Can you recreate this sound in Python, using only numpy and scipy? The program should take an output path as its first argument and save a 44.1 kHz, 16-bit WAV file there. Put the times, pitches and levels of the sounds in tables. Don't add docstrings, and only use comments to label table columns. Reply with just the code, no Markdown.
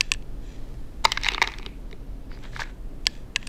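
import sys
import numpy as np
from scipy import signal
from scipy.fft import rfft, irfft
from scipy.io import wavfile
from scipy.ndimage import uniform_filter1d

SR = 44100
rng = np.random.default_rng(int(sys.argv[2]) if len(sys.argv) > 2 else 0)


def master(y):
    cut = np.clip(np.atleast_2d(y).T, -1, 1)
    pcm = np.round(cut * 32767)
    wavfile.write(sys.argv[1], SR, pcm.astype(np.int16))


def makeup_ratio(level_db):
    decades = np.asarray(level_db, float) / 20
    return 10 ** decades


N = 153468

# frequency in Hz, level in dB per Hz.
AIR_SPECTRUM = [(22, -4), (55, -35), (80, -23), (400, -32), (1000, -45.5), (2500, -54), (6000, -61.5),
                (15000, -66.5)]
# centre in Hz, width in Hz, level in dB.
DUCT_RESONANCES = [(40, 16, -39), (121.2, 15, -52.5), (271.3, 62, -55)]
# start in seconds, length in seconds, level in dB,
# tilt in dB per octave, ring of the piece in Hz.
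CASE_SLIDES = [
    (0.251, 0.96, -66, 6.5, 1780),
    (1.025, 0.26, -47.5, 2.5, 1820),
    (1.189, 0.25, -40.5, -1, 2390),
    (1.331, 0.34, -47, -1, 2180),
    (1.55, 0.28, -58, -3.5, 2500),
    (2.29, 0.11, -58, -1, 4500),
    (2.412, 0.097, -52.5, 1, 1674),
    (2.512, 0.13, -52, 7, 2000),
    (2.585, 0.063, -41.5, 6, 1700),
    (2.6, 0.16, -54.5, -4, 1750),
]
HOLDER_RUBS = [
    (-.09, 0.3, -58.5, 0.5, 3440),
    (.4, 0.26, -61.5, 3, 5850),
    (2.3, 0.59, -64, 1.5, 5800),
    (3.04, 0.24, -60.5, 1.5, 3480),
    (3.354, 0.21, -60, 0.5, 3410),
]
# time in seconds, peak level in dB.
FLOOR_THUMPS = [
    (1.052, -32.5),
    (1.3195, -30.5),
    (1.35, -35),
    (1.379, -38),
    (1.418, -26),
    (1.441, -35),
    (1.474, -34),
    (1.587, -40),
    (1.661, -34),
    (1.928, -40),
]
# time in seconds, peak level in dB,
# ring of the piece in Hz, tilt in dB per octave, boost of the low modes in dB.
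HOLDER_SNAPS = [(.0085, 0, 4550, 0, -2.5), (.0355, -49, 3320, 4, 7), (.1176, -3, 2780, 1, 0),
                (.1375, -18, 8170, 2, 0), (.146, -28.5, 1740, -7, 0), (.224, -41, 2100, 1, -5),
                (3.0555, -27, 3054, 3, 1.5), (3.06, -44, 2630, 4, -2), (3.0682, 0.5, 4880, -0.5, 2),
                (3.152, -40, 1800, -4, -2), (3.3515, -42, 2970, -6, 16), (3.3602, -4.5, 2660, -2.5, 0),
                (3.4285, -28, 2580, -6.5, 11), (3.4695, -27.5, 2500, 4, 10), (3.472, -21, 8640, -1, -2)]
CASE_TUMBLE = [(1.0405, -30.5, 3500, 2, 9.5), (1.044, -16, 7020, 1.5, 5), (1.047, -17.5, 3800, 3.5, -11),
               (1.0508, 0.5, 4060, 5.5, 5.5), (1.0527, -0.5, 4940, 5.5, 0.5), (1.0575, -14, 2420, 0.5, 0.5),
               (1.0703, -24, 2190, -4, -1), (1.1193, -6, 3180, 12, -3), (1.125, -18, 2030, 3, -10.5),
               (1.1735, -11, 1580, -3, -11), (1.213, -31, 2200, 8, -4), (1.2275, -30, 3800, 3.5, -8),
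               (1.2343, -14.5, 2140, 6, -15), (1.2455, -12, 3950, -1, -9.5), (1.254, -15, 4150, -1, -10),
               (1.2598, -14, 2350, 1, 4), (1.2648, -9, 2300, -4, -5), (1.272, -21.5, 2100, 1, -5),
               (1.277, -22, 3800, 0.5, -4.5), (1.282, -30, 7240, 8, -10), (1.286, -3.5, 2900, 1.5, -13),
               (1.292, -30.5, 2570, -12, -11), (1.302, -35, 2190, -15, 7), (1.3105, -35, 2380, -13, -4),
               (1.319, -18, 2120, 7, 0), (1.336, -18, 3650, 2, -8)]
CASE_SETTLE = [(1.346, -13.5, 3765, -1, -3.5), (1.38, -13, 2060, -7, 5.5), (1.417, -2.5, 2150, -3, 2),
               (1.423, -3, 2140, 2, 0), (1.4262, -8.5, 2130, 6, -9), (1.437, -17, 2140, -10, 5),
               (1.441, -19, 2250, -3, 1), (1.445, -18, 2130, -2, -3), (1.474, -13, 3800, 3, -2),
               (1.486, -28, 3900, -4, -3), (1.498, -30, 1980, -1, -6), (1.519, -32, 2150, 8, -3),
               (1.538, -25.5, 3630, -2, -11), (1.585, -24.5, 2400, 6, -14), (1.597, -34.5, 2400, 2, 3.5),
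               (1.6227, -38, 2200, 4, -13), (1.629, -30.5, 2300, 2, -5), (1.6517, -37, 1250, 4, 0),
               (1.662, -20.5, 3010, 1.5, -6), (1.912, -35, 2940, 4, -7.5), (1.928, -30.5, 2270, 0.5, -10)]
CASE_PICKS = [(2.316, -32.5, 1565, -18, 3), (2.373, -39, 1476, -9, 8), (2.389, -42, 5800, -4, -10),
              (2.436, -41, 1680, 12, -5), (2.533, -36, 2040, -27, -4), (2.563, -19, 1640, -18, 5.5),
              (2.57, -33.5, 1950, 8, -13), (2.594, -20, 1620, -24, 11), (2.601, -20.5, 1700, 1, -5),
              (2.607, -22, 1650, -19, -4), (2.612, -32, 5050, -6, 9), (2.6185, -17, 1700, -32, -2),
              (2.632, -36, 1975, 5, -13), (2.6375, -27, 1900, -23, 0)]
# frequency in Hz, level in dB, t60 in seconds.
CASE_MODES = [(634, -36.5, .015), (908, -10, 0.018), (1214, -12.5, 0.018), (1700, -19.5, 0.017),
              (2157, -6, 0.011), (2870, -18, 0.016), (3800, -8, 0.007), (4674, -16, 0.0065),
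              (5360, -13, 0.0042), (6260, -18, 0.0032), (7890, -30.5, 0.0058), (9500, -46, .008),
              (11200, -39.5, 0.0025), (14000, -38, .004)]
FLOOR_MODES = [(380, 0, .07), (450, -3, .05), (300, -6, .05)]
HOLDER_MODES = [(1050, -19.5, 0.0209), (1748, -20, .04), (2150, -4.5, 0.0069), (2682, 5.5, 0.006),
                (3330, -6, 0.011), (3860, -7.5, 0.0083), (4610, -2.5, 0.0066), (5740, -5.5, 0.0077),
                (6596, -11, 0.009), (7300, -9, 0.0048), (8060, -19.5, .022), (9020, -18.5, 0.0057),
                (11000, -23.5, 0.0047), (14200, -29, .004)]
WALL_MODES = [(1746, 1.5, 0.027), (2536, -3.5, .03), (3310, -1.5, 0.027), (3950, -5, 0.023),
              (4905, -10.5, 0.033), (5950, -13, 0.054), (6750, -10, 0.029), (7700, -12.5, 0.037)]


def unit(x):
    return x / np.sqrt(np.mean(x ** 2))


def shaped(gain):
    hz = np.fft.rfftfreq(N, 1 / SR) + 1
    return irfft(rfft(rng.standard_normal(N)) * gain(hz), N)


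def walk(rate):
    hold = int(SR / rate)
    levels = np.repeat(rng.standard_normal(N // hold + 1), hold)
    return uniform_filter1d(uniform_filter1d(levels, hold), hold)[:N]


def highpass(x, hz):
    return signal.sosfilt(signal.butter(2, hz, "high", fs=SR, output="sos"), x)


def air():
    level_db, swell_db, flicker_db = -36.5, .6, 1.1
    hz, db = np.array(AIR_SPECTRUM, float).T

    def band_gain(f, mid):
        spectrum = makeup_ratio(np.interp(np.log(f), np.log(hz), db))
        return spectrum * np.clip(1 - np.abs(np.log2(f / mid)), 0, 1) ** .5

    rush, swell = 0, walk(0.57)
    for mid in 16 * 2. ** np.arange(11):
        band = shaped(lambda f: band_gain(f, mid))
        rush = rush + band * makeup_ratio(swell_db * swell + flicker_db * walk(8))
    hum = 0
    for centre, width, hum_db in DUCT_RESONANCES:
        hum = hum + makeup_ratio(hum_db) * unit(shaped(lambda f: 1 / (1 + (2 * (f - centre) / width) ** 2)))
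    return makeup_ratio(level_db) * unit(rush) + hum


def room(x):
    t60_s, onset_s, level_db, top_hz = .32, .012, -27, 5000
    t = np.arange(SR // 2) / SR
    envelope = np.exp(-np.log(1000) * t / t60_s) * (1 - np.exp(-(t / onset_s) ** 2))
    tail = rng.standard_normal(len(t)) * envelope
    tail = signal.sosfilt(signal.butter(1, top_hz, fs=SR, output="sos"), tail)
    return makeup_ratio(level_db) * signal.fftconvolve(x, tail / np.sqrt(np.sum(tail ** 2)))[:N]


def ring(modes, tilt_db, low_db=0., blur=0.92, detune=0.015):
    scatter_db, phase_spread, contact_cycles = 1.5, .8, 0.68
    low_top_hz, thump_hz, tilt_top_hz = 1400, 500, 8000
    t = np.arange(4096)[:, None] / SR
    hz, db, t60 = np.array(modes, float).T
    chance = rng.standard_normal((3, len(hz)))
    low = low_db * (hz > thump_hz)
    tilt = tilt_db * np.log2(np.minimum(hz, tilt_top_hz) / 3000)
    size = makeup_ratio(db + scatter_db * chance[0] + np.where(hz < low_top_hz, low, tilt))
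    decay = np.exp(-np.log(1000) * t * blur / t60)
    onset = 1 - np.exp(-(t * hz / contact_cycles) ** 2)
    phase = np.pi * np.arange(len(hz)) + phase_spread * chance[2]
    tone = np.sin(2 * np.pi * hz * (1 + detune * chance[1]) * t + phase)
    return (size * decay * onset * tone).sum(axis=1)


def slides(rows, modes, blur, detune):
    grains_per_s, grain_spread_db, swell_skew = 350, 3.5, .7
    ring_db, ring_t60_s = -13, .04
    hiss_db, hiss_hz = -27, 6500
    lead_s = .1
    out = np.zeros(N + SR)
    for start, length, db, tilt_db, hz in rows:
        n, rubbing, touch = int(length * SR), 0, 0
        swell = np.sin(np.pi * (np.arange(n) / n) ** swell_skew) ** 2
        for spot in range(6):
            chance = rng.random((3, SR))[:, :n]
            hits = (chance[0] < grains_per_s / SR) * np.sign(chance[1] - .5)
            grains = hits * makeup_ratio(-grain_spread_db * np.log(chance[2] + .03)) * swell
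            body = ring(list(modes) + [(hz, ring_db, ring_t60_s)], tilt_db, blur=blur, detune=detune)
            rubbing = rubbing + signal.fftconvolve(grains, body[:2048])
            touch = touch + grains ** 2
        hiss = rng.standard_normal(SR)[:n] * np.abs(uniform_filter1d(touch, size=128)) ** .5
        hiss = unit(highpass(hiss, hiss_hz))
        y = unit(rubbing) + makeup_ratio(hiss_db + tilt_db) * np.pad(hiss, (0, 2047))
        i = int((start + lead_s) * SR)
        out[i:i + len(y)] += makeup_ratio(db) * unit(y)
    return out[int(lead_s * SR):][:N]


def thumps():
    out = np.zeros(N)
    for start, db in FLOOR_THUMPS:
        y = ring(FLOOR_MODES, 0)
        out[int(start * SR):][:4096] += makeup_ratio(db) * y / np.abs(y).max()
    return out


def knocks(rows, body, chatter_ms, rebound_db, crack_db, count=8):
    piece_db, piece_t60_s = -3, .007
    crack_hz, crack_s = 7000, .0014
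    out, t = np.zeros(N + 8192), np.arange(1024) / SR
    for start, db, hz, tilt_db, low_db in rows:
        y = np.zeros(8192)
        late = rng.exponential(size=count) * (np.arange(count) > 0)
        for k in range(count):
            contact = ring(list(body) + [(hz, piece_db, piece_t60_s)], tilt_db, low_db)
            at = min(int(chatter_ms * late[k] * SR / 1000), 4000)
            y[at:at + 4096] += contact * makeup_ratio(rebound_db * (k > 0)) * np.exp(-late[k] / 2)
        y = y / np.abs(y).max()
        crack = highpass(rng.standard_normal(1024), crack_hz) * t / crack_s * np.exp(1 - t / crack_s)
        y[:1024] += makeup_ratio(crack_db + tilt_db) * crack
        i = int(start * SR)
        out[i:i + 8192] += (makeup_ratio(db) * y)[:len(out) - i]
    return out[:N]


def scene():
    background = air()
    case = slides(CASE_SLIDES, CASE_MODES, blur=2.4, detune=.07)
    case = case + slides(HOLDER_RUBS, WALL_MODES, blur=1.9, detune=.035)
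    case = case + thumps()
    falling = list(CASE_TUMBLE) + list(CASE_PICKS)
    case = case + knocks(falling, CASE_MODES, chatter_ms=1.2, rebound_db=-1, crack_db=-46)
    case = case + knocks(CASE_SETTLE, CASE_MODES, chatter_ms=1.2, rebound_db=-3.5, crack_db=-48)
    holder = knocks(HOLDER_SNAPS, HOLDER_MODES, chatter_ms=1.5, rebound_db=-12, crack_db=-45)
    return (holder + case + room(case + makeup_ratio(-9) * holder) + background)[None]


def top_cut(x):
    return signal.sosfilt(signal.butter(12, 16330, fs=SR, output="sos"), x)


def record(dry):
    x = signal.sosfilt(signal.butter(10, 15100, fs=SR, output="sos"), dry)
    return top_cut(np.clip(x, -1, 1))


dry = scene()
out = record(dry)
master(out)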